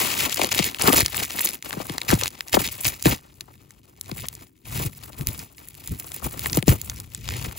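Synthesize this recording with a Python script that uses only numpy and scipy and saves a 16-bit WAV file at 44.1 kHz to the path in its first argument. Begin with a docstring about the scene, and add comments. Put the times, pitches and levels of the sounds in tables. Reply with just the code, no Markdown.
"""Fingernails pick at packing tape on a cardboard box and peel it off in rasping tears, close up.
Glue and fibres let go as dense clumped cracks, made of random impulses that drive tape, board and panel.
Noise bursts make the film snap and tick, falling sine waves make the walls knock, slow swells make them boom.
A low hush of coloured noise is all the carpeted room adds; a hand-held recorder takes it in stereo."""
import sys
import numpy as np
from scipy import signal
from scipy.fft import rfft, irfft, next_fast_len
from scipy.io import wavfile
from scipy.ndimage import uniform_filter1d

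SR = 44100
rng = np.random.default_rng(int(sys.argv[2]) if len(sys.argv) > 2 else 0)


def master(y):
    """Save y as 16-bit WAV."""
    cut = np.clip(np.atleast_2d(y).T, -1, 1)
    pcm = np.round(cut * 32767)  # scale
    wavfile.write(sys.argv[1], SR, pcm.astype(np.int16))


N = 334563  # length in samples

# All levels in dB are balances inside the mix, ahead of the final trims and the recorder.
# Tone of the room hush. Each row: frequency in Hz, relative level in dB.
HUSH_TONE = [(25, -6), (70, 10.5), (380, 11.5), (700, -26.5), (16000, -35.5)]
HUSH_DB = -59
# Strokes of the pull. Each row: start in seconds, length in seconds, rasp at the start in dB,
# rasp at the end in dB, jerkiness (0 even, 1 clumped).
TEAR_STROKES = [(0, 0.14, -22.5, -28.5, 0.066), (.15, 0.11, -30, -22, 0.36), (0.363, 0.1, -31, -27, 1.05),
                (0.518, 0.17, -26, -29, 1.04), (0.792, 0.086, -32.5, -18.5, 1.01),
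                (0.923, 0.083, -25.5, -23.5, 1.26), (1.123, 0.11, -35.5, -31.5, 1.04),
                (1.371, 0.15, -31.5, -38, 1.38), (2.095, 0.064, -22, -30, 0.98),
                (2.191, 0.07, -32.5, -33.5, 1.48), (2.543, 0.011, -19, -20.5, 0.99),
                (2.593, 0.004, -26, -21, 0.36), (2.644, 0.22, -33, -47.5, 1.17),
                (2.849, 0.11, -26.5, -44.5, 0.84), (3.058, 0.071, -21, -28.5, 0.76),
                (4.17, 0.082, -47, -46, 1.4), (4.657, 0.11, -50, -35.5, 0.42),
                (4.77, 0.1, -34.5, -39.5, 0.7), (5.179, 0.03, -45.5, -36.5, 0.62),
                (5.263, 0.17, -45, -47, 0.89), (6.223, 0.03, -40, -34, 0.9), (6.318, 0.26, -44.5, -36.5, 1),
                (6.684, 0.045, -24.5, -30.5, 0.72), (7.278, 0.17, -38.5, -36, 0.93)]
GRIP_DB_PER_S, LET_GO_DB_PER_S = 1201, 495  # build before a stroke starts, fall after it ends
# Weak crackle between the rips. 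Each row: time in seconds, level in dB.
CRACKLE_LEVEL = [(0, -46), (.34, -30.5), (.73, -46.5), (1.05, -40.5), (1.54, -37.5), (1.61, -66),
                 (1.65, -40), (1.95, -45), (2.35, -52.5), (2.95, -46), (3.2, -60), (3.95, -66), (4.1, -52),
                 (4.43, -57), (4.51, -74), (4.63, -72), (5.04, -50.5), (5.52, -60.5), (5.9, -50),
                 (6.25, -48), (6.65, -58), (6.91, -49), (7.1, -57.5), (7.27, -43), (7.59, -47)]
CRACKLE_JERKINESS = 1
# What is tearing. Each row: time in seconds, film fizz against the pull in dB,
# cardboard against the pull in dB.
TORN_MATERIAL = [(0, 2, -2), (.5, -9, -7), (.9, 3.5, 5.5), (1.5, 2, -2), (2.1, -2.5, 5), (2.85, 5, -3),
                 (3.1, -1.5, 2), (4.2, 4.5, 2), (6.95, 6, 1.5), (7.3, -10, -5), (7.59, 6.5, -0.5)]
# Tone of the tape's rasp. Each row: frequency in Hz, relative level in dB.
RASP_TONE = [(1000, -14.5), (1600, -3.5), (2500, 3.5), (3600, 0.5), (7000, -5), (10000, -15.5)]
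# Tone of the crinkling film. Each row: frequency in Hz, relative level in dB.
FIZZ_TONE = [(5000, -28.5), (8000, -7.5), (16000, -3.5)]
# Tone of the bending cardboard. Each row: frequency in Hz, relative level in dB.
CARD_TONE = [(120, -11), (250, 0.5), (750, -2.5), (1300, -2.5), (2400, -24.5), (5000, -48)]
# Tone of the whole booming panel. Each row: frequency in Hz, relative level in dB.
BOOM_TONE = [(25, -31), (55, 2.5), (120, 3), (200, -9.5), (450, -17.5), (1500, -65.5)]
# Low boom apart from the bumps. Each row: time in seconds, level against the pull in dB.
BOOM_LEVEL = [(0, -18.5), (1.2, -6), (1.45, -19.5), (1.8, -2.5), (2.9, -8), (3.4, 8.5), (5.0, 5.5),
              (6.2, -0.5), (7.0, 13), (7.59, 0)]
# Bumps that make the box boom. Each row: time of the peak in seconds, level in dB.
BOX_THUMPS = [(1.032, -25.5), (2.138, -20), (2.87, -27.5), (3.086, -24), (4.859, -22.5), (5.211, -25),
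              (5.288, -25), (5.919, -23.5), (6.26, -25), (6.718, -15), (7.48, -28)]
THUMP_RISE_DB_PER_S, THUMP_FALL_DB_PER_S = 593.5, 403
# Small random snaps: mean rate, level against the pull at jerkiness 1, spread, range of pitches.
TICKS_PER_S, TICK_DB, TICK_SPREAD_DB = 80, 13, 5
TICK_LOW_HZ, TICK_HIGH_HZ = 1530, 13000
# Snaps of the film. Each row: start in seconds, peak level in dB, centre frequency in Hz.
FILM_SNAPS = [(0.2857, -25, 3000), (0.372, -7.5, 2790), (0.393, -18, 2340), (0.414, -15, 2250),
              (0.4385, -18, 2580), (0.4455, -3.5, 3500), (0.462, -19, 3500), (0.517, -9, 2400),
              (0.5278, -14, 3600), (0.5405, -14.5, 3480), (0.5907, -3.5, 3200), (0.746, -15.5, 2600),
              (0.9306, -8.5, 1680), (1.0075, -5, 2500), (1.061, -5, 4100), (1.195, -36, 6060),
              (1.2275, -17, 6000), (1.3065, -15.5, 2500), (1.3365, -28, 1810), (1.4727, -11, 2870),
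              (1.6253, -20, 3050), (1.7074, -16, 1840), (1.729, -13.5, 1990), (1.8971, -13, 2180),
              (1.961, -35, 2000), (1.9818, -7, 1860), (2.0165, -10, 2670), (2.1035, -6, 2350),
              (2.2124, -13, 1940), (2.4074, -13.5, 2090), (2.483, -22, 6700), (2.5307, -8, 1840),
              (2.836, -18, 11700), (2.8526, -5, 2170), (3.025, -11, 11900), (3.0577, -5.5, 1910),
              (3.4083, -19, 4400), (3.707, -31.5, 4020), (4.0118, -16, 10200), (4.115, -20, 1470),
              (4.180, -24, 2600), (4.2854, -12.5, 11300), (4.352, -25, 7540), (4.655, -35, 2630),
              (5.036, -26.5, 6230), (5.271, -7, 10600), (5.288, -15.5, 3000), (5.3924, -21, 7120),
              (5.582, -30.5, 2470), (5.686, -21, 11000), (5.875, -15, 11800), (5.9986, -21, 11000),
              (6.118, -20, 6230), (6.3938, -11.5, 11300), (6.4596, -9.5, 2200), (6.5307, -7.5, 3470),
              (6.5726, -7.5, 11700), (6.6262, -13.5, 3200), (6.6816, -2.5, 7100), (6.8155, -11.5, 10800),
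              (6.898, -11, 5500), (7.001, -15.5, 10000), (7.1482, -13.5, 6740), (7.289, -10.5, 2040),
              (7.4495, -21.5, 2530)]
SNAP_T60_S, SNAP_TAIL_T60_S, SNAP_TAIL_DB = 0.004, 0.02, -10  # 60 dB decay times; tail at its fullest
# Knocks of the box wall. Each row: start in seconds, peak level in dB, 60 dB decay time in seconds.
WALL_KNOCKS = [(.395, -12.5, 0.023), (0.416, -13.5, 0.021), (0.439, -13.5, 0.031), (0.595, -12, 0.066),
               (0.882, -9, 0.04), (0.932, -11.5, 0.027), (1.02, -25.5, 0.059), (1.77, -24.5, 0.097),
               (1.802, -21, 0.038), (1.897, -25, 0.095), (2.129, -8.5, 0.081), (2.541, -8, 0.028),
               (2.57, -4.5, 0.035), (3.057, -6.5, 0.072), (4.117, -26, 0.15), (6.573, -11.5, 0.1),
               (6.627, -25.5, 0.078), (6.68, -5.5, 0.16)]
# The glide starts KNOCK_GLIDE_HZ above the floor when the decay time is KNOCK_PITCH_T60_S.
KNOCK_GLIDE_HZ, KNOCK_FLOOR_HZ, KNOCK_FALL_S = 1147, 58.3, 0.00171
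KNOCK_PITCH_T60_S, KNOCK_PITCH_POWER = 0.03, 0.35
EDGE_S, EDGE_DB = 0.00602, -8  # typical delay and level of the wave back from the panel edge
# Right channel against left. Each row: frequency in Hz, level in dB, phase lead in radians,
# scattered share of the power from 0 to 1.
RIGHT_CHANNEL = [(60, -1.5, 0.67, 0.05), (403, -6, -1.65, 0.28), (790, -17.5, -3, 1), (1577, -4, -4, 0.1),
                 (2205, -0.5, -7, 0.07), (3240, -6, -7.5, 0.02), (5670, -4, -5, 0.28),
                 (7060, -1.5, -6, 0.05), (17030, 0.8, 9, 0.1)]
CUTOFF_HZ = 17000  # fully cut from here up


def from_db(db):
    """Turns decibels into an amplitude factor."""
    return 10 ** (np.asarray(db) / 20)


def rms_one(x):
    """Scales a signal to rms 1."""
    return x / np.sqrt(np.mean(x ** 2) + 1e-20)


def colour(x, tone, lag_cycles=0):
    """Shapes a signal by a (Hz, dB) table and lets each pitch arrive so many of its cycles late; rms 1."""
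    size = next_fast_len(N + 8192)
    hz, db = np.transpose(tone)
    log_hz = np.log(np.fft.rfftfreq(size, 1 / SR) + 1)
    gain = from_db(np.interp(log_hz, np.log(hz), db, db[0] - 21))
    lag = np.exp(-2j * np.pi * lag_cycles * log_hz)
    return rms_one(irfft(rfft(x, size) * gain * lag, size)[:N])


def drift(rate_hz):
    """Random wander: noise twice through a one-pole low-pass; spread 1."""
    pole = np.exp(-2 * np.pi * rate_hz / SR)
    noise = rng.standard_normal(N + 4000)
    return rms_one(signal.lfilter([1], [1, -2 * pole, pole * pole], noise)[4000:])


def in_time(rows):
    """Draws each column of a table as a curve over the scene, straight between its rows."""
    s, *columns = np.transpose(rows)
    return [np.interp(np.arange(N) / SR, s, column) for column in columns]


def loudest(rows, rise_db_per_s, fall_db_per_s):
    """Each row ramps from its first level to its last, with steady slopes on both sides; the loudest wins."""
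    t = np.arange(N) / SR
    top_db, winner = np.full(N, -120.), np.zeros(N, int)
    for k, (s, length, first_db, last_db) in enumerate(rows):
        held = np.interp(t, [s, s + length], [first_db, last_db])
        before = rise_db_per_s * np.maximum(s - t, 0)
        after = fall_db_per_s * np.maximum(t - s - length, 0)
        db = held - before - after
        winner[db > top_db] = k
        top_db = np.maximum(top_db, db)
    return top_db, winner


def room_hush():
    """The carpeted room leaves a steady low hush of coloured noise."""
    return from_db(HUSH_DB) * colour(rng.standard_normal(N), HUSH_TONE)


def pull():
    """Force of the pull in dB and its jerkiness; whichever is louder, rip or crackle, sets both."""
    crackle_db, = in_time(CRACKLE_LEVEL)
    strokes = np.array(TEAR_STROKES)
    tear_db, which = loudest(strokes[:, :-1], GRIP_DB_PER_S, LET_GO_DB_PER_S)
    tear_jerky = np.clip(strokes[which, -1], 0, 2)
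    jerky = np.where(tear_db > crackle_db, tear_jerky, CRACKLE_JERKINESS)
    return np.maximum(crackle_db, tear_db), jerky


def tearing(jerky, per_s, spread_db, slow_db, fast_db, hiss):
    """Fibres break at random with uneven force, over a bed of hiss; a second curve gathers them in clumps."""
    clumps = from_db(jerky * (slow_db * drift(28) + fast_db * drift(160)))
    clumps /= np.sqrt(uniform_filter1d(clumps ** 2, size=8000))  # the pull sets the overall force
    strength = from_db(spread_db * np.minimum(rng.exponential(1, N), 5))
    sizes = strength * rng.choice([-1, 1], N)
    cracks = rms_one(sizes * (rng.random(N) < per_s / SR))
    return clumps, rms_one(cracks + hiss * rng.standard_normal(N))


def panel_boom(cracks, pull_db):
    """The heavy panel booms with the pull and the bumps, and evens the cracks out."""
    share_db, = in_time(BOOM_LEVEL)
    bumps = [(s, 0, db, db) for s, db in BOX_THUMPS]
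    thump_db, _ = loudest(bumps, THUMP_RISE_DB_PER_S, THUMP_FALL_DB_PER_S)
    boom_db = np.maximum(pull_db + share_db, thump_db)
    boom = colour(cracks, BOOM_TONE)
    evened = boom / np.sqrt(uniform_filter1d(boom ** 2, size=2000))
    return from_db(boom_db - 2.5) * evened


def peel(pull_db, jerky):
    """One train of cracks drives the tape, the cardboard and the whole panel."""
    fizz_db, card_db = in_time(TORN_MATERIAL)
    clumps, cracks = tearing(jerky, per_s=6000, spread_db=4.0, slow_db=2.2, fast_db=2.2, hiss=0.59)
    force = from_db(pull_db) * rms_one(clumps * cracks)
    level = np.sqrt(np.mean(from_db(pull_db) ** 2))
    rasp = from_db(2.8 * drift(27)) * colour(force, RASP_TONE)
    # the film crinkles a little on its own
    film = from_db(fizz_db + 5.0 * jerky * drift(50)) * colour(force, FIZZ_TONE)
    # bending waves in the board: low pitches travel slower, so every crack falls in pitch
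    bent = colour(force * rng.choice([-1, 1], N), CARD_TONE, lag_cycles=2.8)
    card = from_db(card_db + 4.6 * jerky * drift(36)) * bent
    return from_db(-4.0) * level * (rasp + film + card) + panel_boom(cracks, pull_db)


def ticks(pull_db, jerky):
    """The glue line slips in small random snaps of random pitch; a jerky pull makes them stand out."""
    at = np.flatnonzero(rng.random(N) < TICKS_PER_S / SR)
    size = np.clip(rng.standard_normal(len(at)), -2, 2)
    db = pull_db[at] + TICK_DB * jerky[at] + TICK_SPREAD_DB * size
    hz = TICK_LOW_HZ * (TICK_HIGH_HZ / TICK_LOW_HZ) ** rng.random(len(at))
    return snaps(np.transpose([at / SR, db, hz]))


def snaps(rows):
    """Each snap is a sharp crack of noise with a short tail, broad around its own pitch."""
    out, t = np.zeros(N + 1024), np.arange(1024) / SR
    noise = rng.standard_normal((len(rows), 1024))
    tail_share = rng.random((len(rows), 1))  # some end dry, some rasp on
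    crack = from_db(-60 * t / SNAP_T60_S)
    tail = from_db(SNAP_TAIL_DB - 60 * t / SNAP_TAIL_T60_S)
    for (s, db, hz), puff in zip(rows, noise * (crack + tail_share * tail)):
        wide = signal.butter(1, [hz / 2.02, min(hz * 1.59, 18000)], "band", fs=SR)
        burst = signal.lfilter(*wide, puff)
        i = round(s * SR)
        out[i:i + 1024] += from_db(db) * burst / np.abs(burst).max()
    return out[:N]


def knocks():
    """A hard jerk sends one strong bending wave through the wall, falling in pitch."""
    out, t = np.zeros(N + 8192), np.arange(8192) / SR
    bends = rng.uniform(0.9, 1.08, (len(WALL_KNOCKS), 2))
    for (s, db, t60), (slack, turn) in zip(WALL_KNOCKS, bends):
        t60 = max(t60, .01)
        # a wider panel rings longer and lower
        glide_hz = KNOCK_GLIDE_HZ * (KNOCK_PITCH_T60_S / t60) ** KNOCK_PITCH_POWER
        hz = KNOCK_FLOOR_HZ + glide_hz / (1 + t / (slack * KNOCK_FALL_S))
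        swell = (1 - np.exp(-t / 0.0002)) * from_db(-60 * t / t60)
        cycles = np.cumsum(hz) / SR + turn
        wave = from_db(db) * swell / swell.max() * np.sin(2 * np.pi * cycles)
        # the wave comes back from the edge of the panel
        echo = from_db(EDGE_DB) * np.interp(t - EDGE_S * turn ** 2, t, wave, 0)
        i = round(s * SR)
        out[i:i + 8192] += wave + echo
    return out[:N]


def two_channels(x):
    """The right channel hears the same sound coloured and shifted, partly scattered by hands and box."""
    size = next_fast_len(N + 4096)
    grid = np.fft.rfftfreq(size, 1 / SR)
    hz, *columns = np.transpose(RIGHT_CHANNEL)
    db, lead, share = [np.interp(grid, hz, column) for column in columns]
    share = np.clip(share, 0, 1)
    spectrum = rfft(x, size)
    quarter_turned = irfft(1j * spectrum, size)[:N]
    # the phase of the scattered path wanders as the hands move
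    turn = np.pi * drift(6)
    scattered = rfft(x * np.cos(turn) + quarter_turned * np.sin(turn), size)
    mixed = np.sqrt(1 - share) * spectrum + np.sqrt(share) * scattered
    right = from_db(db) * np.exp(1j * lead) * mixed
    return np.array([x, irfft(right, size)[:N]])


def scene():
    """Lays the peeling, ticks, snaps and knocks over the hush and spreads them to two channels."""
    hush = room_hush()
    pull_db, jerky = pull()
    tape = peel(pull_db, jerky) + ticks(pull_db, jerky) + snaps(FILM_SNAPS) + knocks()
    return two_channels(from_db(3.0) * tape + hush)


def record(dry):
    """Peaks are rounded; the top steps down near 16 kHz and is then cut."""
    rounded = 1.175 * np.tanh(dry / 1.063)
    step = signal.ellip(6, .5, 16, 15750, fs=SR, output="sos")
    cut = signal.cheby2(24, 90, CUTOFF_HZ, fs=SR, output="sos")
    return signal.sosfilt(np.vstack([step, cut]), rounded)


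dry = scene()
out = record(dry)
master(out)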